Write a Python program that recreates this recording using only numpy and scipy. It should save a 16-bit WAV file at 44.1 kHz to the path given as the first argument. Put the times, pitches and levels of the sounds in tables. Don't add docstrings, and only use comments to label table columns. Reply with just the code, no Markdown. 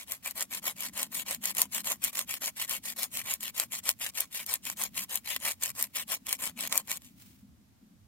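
import sys
import numpy as np
from scipy import signal
from scipy.fft import rfft, irfft
from scipy.io import wavfile

SR = 44100
rng = np.random.default_rng(int(sys.argv[2]) if len(sys.argv) > 2 else 0)


def dump_mix(stems):
    frames = np.atleast_2d(stems).T
    limited = np.clip(frames, -1, 1)
    pcm = np.round(limited * 32767).astype(np.int16)
    wavfile.write(sys.argv[1], SR, pcm)


N = 356283

# (time [s], level [dB])
RUMBLE_LEVELS = [(0.1, -71.5), (5.97, -65.5), (6.48, -72.5), (7.45, -62.5), (7.93, -75.5), (8.0, -63)]
DRONE_LEVELS = [(0.0, -70), (0.61, -60), (1.84, -58.5), (2.5, -65.5), (3.28, -62), (4.28, -68),
                (5.0, -58.5), (5.1, -67.5), (5.98, -62), (6.22, -67), (6.61, -56), (7.35, -65)]
# (frequency [Hz], level [dB])
RUMBLE_COLOUR = [(10, -48), (30, -27.5), (45, -10.5), (68, 2.5), (95, 1), (130, 1), (190, -20.5),
                 (500, -73.5)]
DRONE_COLOUR = [(100, -23), (160, -7), (200, 0.5), (265, -3.5), (320, -14.5), (380, -24.5), (600, -58)]
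HISS_COLOUR = [(100, 2), (400, 5.5), (800, 2), (1600, -2), (7000, -5), (10500, -7.5), (14400, -5.5),
               (16000, -14.5)]
# (time [s], frequency [Hz], level [dB])
HAND_BUMPS = [(7.45, 213.6, -54), (7.55, 75, -62.5), (8.019, 106, -61.5)]
# (time [s], level [dB])
SLIDE_LEVELS = [(7.15, -65.5), (7.195, -57), (7.222, -49.5), (7.245, -58.5), (7.31, -57.5), (7.4, -66),
                (7.55, -89)]
# (frequency [Hz], level [dB])
SLIDE_COLOUR = [(400, -17.5), (1500, -10), (2400, -5), (4500, -7.5), (7000, -7), (12000, -8), (16000, -1.5)]
# (time [s], level [dB])
LIFT_TICKS = [(7.020, -30), (7.047, -41), (7.098, -44), (7.222, -32)]
# (frequency [Hz], level [dB])
ECHO_COLOUR = [(400, -13), (1000, -12.5), (2000, -4), (3500, 4.5), (5000, -1), (8000, 2.5), (15000, 6)]
# (frequency [Hz], level [dB])
SCRAPE_COLOUR = [(100,-38),(250,-22),(400,-25),(550,-13.5),(800,-14),(1500,-13),(2500,-7),(4000,-13.5),(6000,-11.5),(8000,-6),(11000,-8.5),(14000,-5),(15700,-13.5)]
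# (frequency [Hz], width [Hz], left [dB], right [dB])
RESONANCES = [(1054,109,6.5,7),(1902,226,4.5,7),(2266.3,72,9,6),(2690,79,3,-7),(3205,780,6.5,3),(4160,568,9,2.5),(5360,560,6.5,5),(6604,570,3,7.5),(7180,180,10.5,-1.5),(8340,740,1.5,0.8),(9240,450,7.5,-9.5),(9460,160,-12.5,5),(10090,940,4,-1),(11830,570,6,2.5),(13130,440,4,-1.5)]
# (time [s], level [dB], body [dB])
GRAINS = [(0.1204, -21, -11), (0.408, -21, -7), (0.4248, -23.5, -5), (1.0301, -20.5, -8.5),
          (1.4562, -18.0, -10.5), (1.5826, -21, -6.5), (1.618, -12.5, -12), (1.8444, -32.1, -2),
          (2.0399, -16.5, -14), (2.0469, -17, -20), (2.1915, -17.5, -3), (2.3405, -24.6, 0),
          (2.6953, -22.9, -10), (3.0316, -21.5, -5), (3.3385, -20.5, -12.5), (3.4073, -33, -10.5),
          (3.5989, -15, -8), (3.8916, -13.6, -3.5), (3.9003, -19.5, -10), (4.2059, -17, -18),
          (4.464, -30.5, -9), (4.5396, -16, -30), (4.6998, -23.5, 5), (4.8371, -19.5, -15.5),
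          (5.1565, -20, -13), (5.3635, -21, 2.5), (5.6362, -19, -17), (5.8257, -14.5, -22),
          (5.9564, -27, -12), (6.1482, -20.5, -20), (6.328, -16, -5.5), (6.6745, -24, -5),
          (6.7255, -18, 5.5), (6.7772, -12, -19), (6.9158, -20.5, 0), (6.9716, -31.5, -10)]
# (time [s], body [dB])
HAND_PRESSURE = [(0.1, 5), (1.7, 1.5), (2.15, 0), (5.6, -0.3), (6.3, 1.5), (6.67, 5.5)]
# (start [s], length [s], level [dB])
STROKES = [(-0.079, 0.127, -42), (0.055, 0.162, -39.5), (0.208, 0.1179, -37.5), (0.335, 0.16, -34.5),
           (0.477, 0.1226, -36), (0.611, 0.1506, -31.5), (0.733, 0.1687, -36), (0.917, 0.2, -33),
           (1.086, 0.15, -35.0), (1.243, 0.1634, -32.5), (1.39, 0.14, -34.0), (1.53, 0.17, -30.5),
           (1.69, 0.1312, -31.5), (1.826, 0.17, -30), (1.988, 0.123, -34.5), (2.111, 0.17, -32.5),
           (2.245, 0.14, -35.5), (2.391, 0.15, -31.5), (2.535, 0.13, -34), (2.659, 0.17, -32.5),
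           (2.805, 0.1338, -36.0), (2.943, 0.17, -33), (3.083, 0.15, -35.0), (3.223, 0.19, -33),
           (3.379, 0.13, -36.0), (3.527, 0.17, -32.5), (3.683, 0.122, -36), (3.819, 0.15, -33.5),
           (3.966, 0.14, -34), (4.126, 0.17, -33), (4.286, 0.1604, -35.5), (4.449, 0.16, -32.5),
           (4.603, 0.14, -37), (4.751, 0.17, -32), (4.912, 0.1437, -35.5), (5.075, 0.1524, -33),
           (5.214, 0.1675, -34.0), (5.382, 0.21, -32.0), (5.579, 0.14, -32), (5.732, 0.181, -34.5),
           (5.911, 0.13, -34), (6.06, 0.15, -32.5), (6.23, 0.14, -34.5), (6.37, 0.18, -33),
           (6.543, 0.14, -33.0), (6.676, 0.18, -31.5), (6.842, 0.14, -37), (6.991, 0.1524, -55)]
# (fastest point [share of length], rise steepness, fall steepness, body [dB], rasp [dB])
PUSH = (.45, 1.99, 5.26, 6.5, 0.82)
PULL = (.49, 4.04, 0.63, 3.6, 2.8)

TREBLE_LIMIT_HZ = 15900


def undb(db):
    return 10 ** (np.asarray(db) / 20)


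def unit(x):
    return x / np.sqrt(np.mean(x ** 2) + 1e-18)


def curve(rows):
    return np.interp(np.arange(N) / SR, *np.transpose(rows))


def colour_db(colour, hz):
    table_hz, db = np.transpose(colour)
    return np.interp(np.log(hz + 1), np.log(table_hz), db)


def coloured_noise(colour):
    gains = undb(colour_db(colour, np.fft.rfftfreq(N, 1 / SR)))
    return irfft(rfft(rng.standard_normal((2, N))) * gains, N)


def noise_burst(age, decay_s, shape):
    return unit(rng.standard_normal(shape) * np.exp(-age / decay_s)) / np.sqrt(len(age))


def wander(rate_hz, count):
    place = np.arange(count) * rate_hz / SR
    return np.interp(place, np.arange(count), rng.standard_normal(count)) * np.sqrt(3 / 2)


def peak(hz, centre, width):
    return 1 / (1 + (2 * (hz - centre) / width) ** 2)


def quickest_ring(db):
    cepstrum = irfft(np.log(undb(db)))
    half = cepstrum.shape[-1] // 2
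    cepstrum[..., 1:half] *= 2
    cepstrum[..., half + 1:] = 0
    return irfft(np.exp(rfft(cepstrum)))


def add(out, sound, start):
    first, last = max(start, 0), min(start + sound.shape[1], N)
    if last > first:
        out[:, first:last] += sound[:, first - start:last - start]


def rumble(colour, db, width_db, left_db, flutter_db=2.0, flutter_hz=18):
    middle, side = coloured_noise(colour)
    left_right = np.array([[1], [-1]])
    noise = unit(middle) + left_right * undb(width_db) * unit(side)
    return noise * undb(db + flutter_db * wander(flutter_hz, N) + left_right * left_db)


def outdoors(hiss_db=-70):
    deep = rumble(RUMBLE_COLOUR, curve(RUMBLE_LEVELS), width_db=-3, left_db=-1.0)
    drone = rumble(DRONE_COLOUR, curve(DRONE_LEVELS) + 0.5, width_db=-12.5, left_db=0.65)
    return deep + drone + undb(hiss_db) * unit(coloured_noise(HISS_COLOUR))


def hand_bumps(swell_s=0.038, width=0.51, size=16384):
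    t, hz = (np.arange(size) - size // 2) / SR, np.fft.rfftfreq(size, 1 / SR)
    swell = np.exp(-(t / swell_s) ** 2)
    out = np.zeros((2, N))
    for time_s, centre_hz, db in HAND_BUMPS:
        band = peak(hz, centre_hz, width * centre_hz) ** 2
        thud = unit(irfft(rfft(rng.standard_normal((1, size))) * band))
        add(out, undb(db) * thud * swell, int(time_s * SR) - size // 2)
    return out


def ring(body_db, body_hz, rasp_db=0, detune=0, rasp_hz=2700, rasp_width_hz=2200, size=1024):
    hz = np.fft.rfftfreq(size, 1 / SR)
    rasp = rasp_db * peak(hz, rasp_hz, rasp_width_hz)
    body = body_db / (1 + (hz / body_hz) ** 4)
    db = colour_db(SCRAPE_COLOUR, hz) + rasp + body
    for centre, width, *sides_db in RESONANCES:
        db = db + np.outer(sides_db, peak(hz, centre * (1 + detune), width))
    ringing = quickest_ring(db - 40 * (hz > TREBLE_LIMIT_HZ + 500))
    return ringing / np.sqrt(np.sum(ringing ** 2) / 2)


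def radiate(force, ringing, near_s=0.0011, far_s=0.0023, far_db=-16, right_lag_samples=4, size=2048):
    age, hz = np.arange(size) / SR, np.fft.rfftfreq(size, 1 / SR)
    near, far = (rfft(noise_burst(age, decay_s, (2, size))) for decay_s in (near_s, far_s))
    echo_gain = undb(colour_db(ECHO_COLOUR, hz))
    direct = np.exp(-2j * np.pi * np.outer([0, right_lag_samples], hz) / SR)
    paths = (direct + echo_gain * near) / np.sqrt(1 + echo_gain ** 2) + undb(far_db) * far
    echoing_ring = irfft(rfft(ringing, size) * paths)[:, :size * 3 // 4]
    return signal.fftconvolve(force[None], echoing_ring, axes=1)


def lift_off(rough_db=2.0, rough_hz=130):
    skin = unit(coloured_noise(SLIDE_COLOUR))
    out = skin * undb(curve(SLIDE_LEVELS) + rough_db * wander(rough_hz, N))
    for time_s, db in LIFT_TICKS:
        tick = radiate(np.ones(1), ring(body_db=2, body_hz=4000))
        add(out, undb(db) * tick, int(time_s * SR))
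    return out


def stroke_plan():
    return [(*row, PUSH if i % 2 else PULL) for i, row in enumerate(STROKES)]


def stray_grains(above_db=6.5, spread_db=0.5, reach=.11, body_db=-5, per_stroke=2):
    rows = []
    for start, length_s, db, (fastest, *_) in stroke_plan():
        for place, strength in np.clip(rng.standard_normal((per_stroke, 2)), -2, 2):
            time_s = start + length_s * (fastest + reach * place)
            rows.append((time_s, db + above_db + spread_db * strength, body_db))
    return rows


def tip_catches(pull_s=.033, push_s=.02, early_s=0.016, start_db=-7, stop_db=-1, spread_db=3, body_db=-7):
    starts = [(start + (push_s if i % 2 else pull_s), db + start_db)
              for i, (start, _, db) in enumerate(STROKES)]
    stops = [(start + length_s - early_s, db + stop_db) for start, length_s, db in STROKES[::2]]
    return [(time_s, db + spread_db * rng.standard_normal(), body_db) for time_s, db in starts + stops]


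def grain_cracks(lead_in_db=-12, lead_in_s=.0031, crumble_db=-6, crumble_s=.0046, brittle_db=-20):
    size = 256
    out, age = np.zeros((2, N)), np.arange(size) / SR
    for time_s, db, body_db in list(GRAINS) + stray_grains() + tip_catches():
        lead_in = noise_burst(age, lead_in_s, size)[::-1]
        crumble = noise_burst(age, crumble_s, size)
        snap = max(1, undb(db - brittle_db))
        force = np.concatenate([undb(lead_in_db) * lead_in, [snap], undb(crumble_db) * crumble])
        force *= np.sqrt(SR / 1000) / np.linalg.norm(force)
        crack = radiate(force, ring(body_db, body_hz=5000), near_s=0.00069)
        add(out, undb(db + 1.5) * crack, int(time_s * SR) - size)
    return out


def crunch(drive, cracks_per_s=130, size_db=2, spread_db=2.0, crumble_s=0.00039, size=128):
    count = len(drive)
    hits = rng.random(count) < cracks_per_s / SR
    sizes = undb(size_db + spread_db * np.minimum(rng.exponential(size=count), 3))
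    cracks = hits * sizes * drive ** 0.81
    fade = np.exp(-np.arange(size) / SR / crumble_s)
    energy = signal.fftconvolve(cracks ** 2, fade)[:count]
    return np.sqrt(np.abs(energy)) * rng.standard_normal(count)


def sand(speed, peak_grains_per_s=5000, spread_db=3.0, rub_db=-2, crisp_hz=2500):
    count = len(speed)
    hits = rng.random(count) < peak_grains_per_s / SR * np.sqrt(speed)
    sizes = undb(spread_db * np.minimum(rng.exponential(size=count), 6))
    clicks = unit(hits * sizes * rng.choice([-1, 1], count))
    crisp = signal.lfilter(*signal.butter(1, crisp_hz, "high", fs=SR), clicks)
    return unit(crisp + undb(rub_db) * rng.standard_normal(count))


def grinding(judder_db=2, judder_hz=300, patch_db=1.46, patch_hz=60, sand_db=-1, usual_db=-33.5, spots=7):
    out = np.zeros((2, N))
    for start, length_s, db, (fastest, rise, fall, body_db, rasp_db) in stroke_plan():
        length = int(length_s * SR)
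        travel = np.interp(np.arange(length) / length, [0, fastest, 1], [0, .5, 1])
        speed = np.maximum(np.sin(np.pi * travel), 1e-6)
        drive = speed ** np.where(travel < .5, rise, fall)
        body_db += np.interp(start, *np.transpose(HAND_PRESSURE))
        body_db += 0.5 * (db - usual_db)
        rasp_db += rng.standard_normal()
        bite = unit(undb(judder_db * wander(judder_hz, length) + patch_db * wander(patch_hz, length)))
        force = (sand(speed) * bite * drive * undb(sand_db) + crunch(drive)) * undb(db)
        spot = np.round(travel * (spots - 1) + rng.random(length) - .5)
        for k in range(spots):
            ringing = ring(body_db, body_hz=1400, rasp_db=rasp_db, detune=0.033 * rng.standard_normal())
            add(out, radiate(force * (spot == k), ringing), int(start * SR))
    return out


def scene():
    return grinding() + grain_cracks() + lift_off() + hand_bumps() + outdoors()


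def record(dry):
    return signal.sosfilt(signal.ellip(10, .2, 70, TREBLE_LIMIT_HZ, fs=SR, output="sos"), dry)


dry = scene()
out = record(dry)
dump_mix(out)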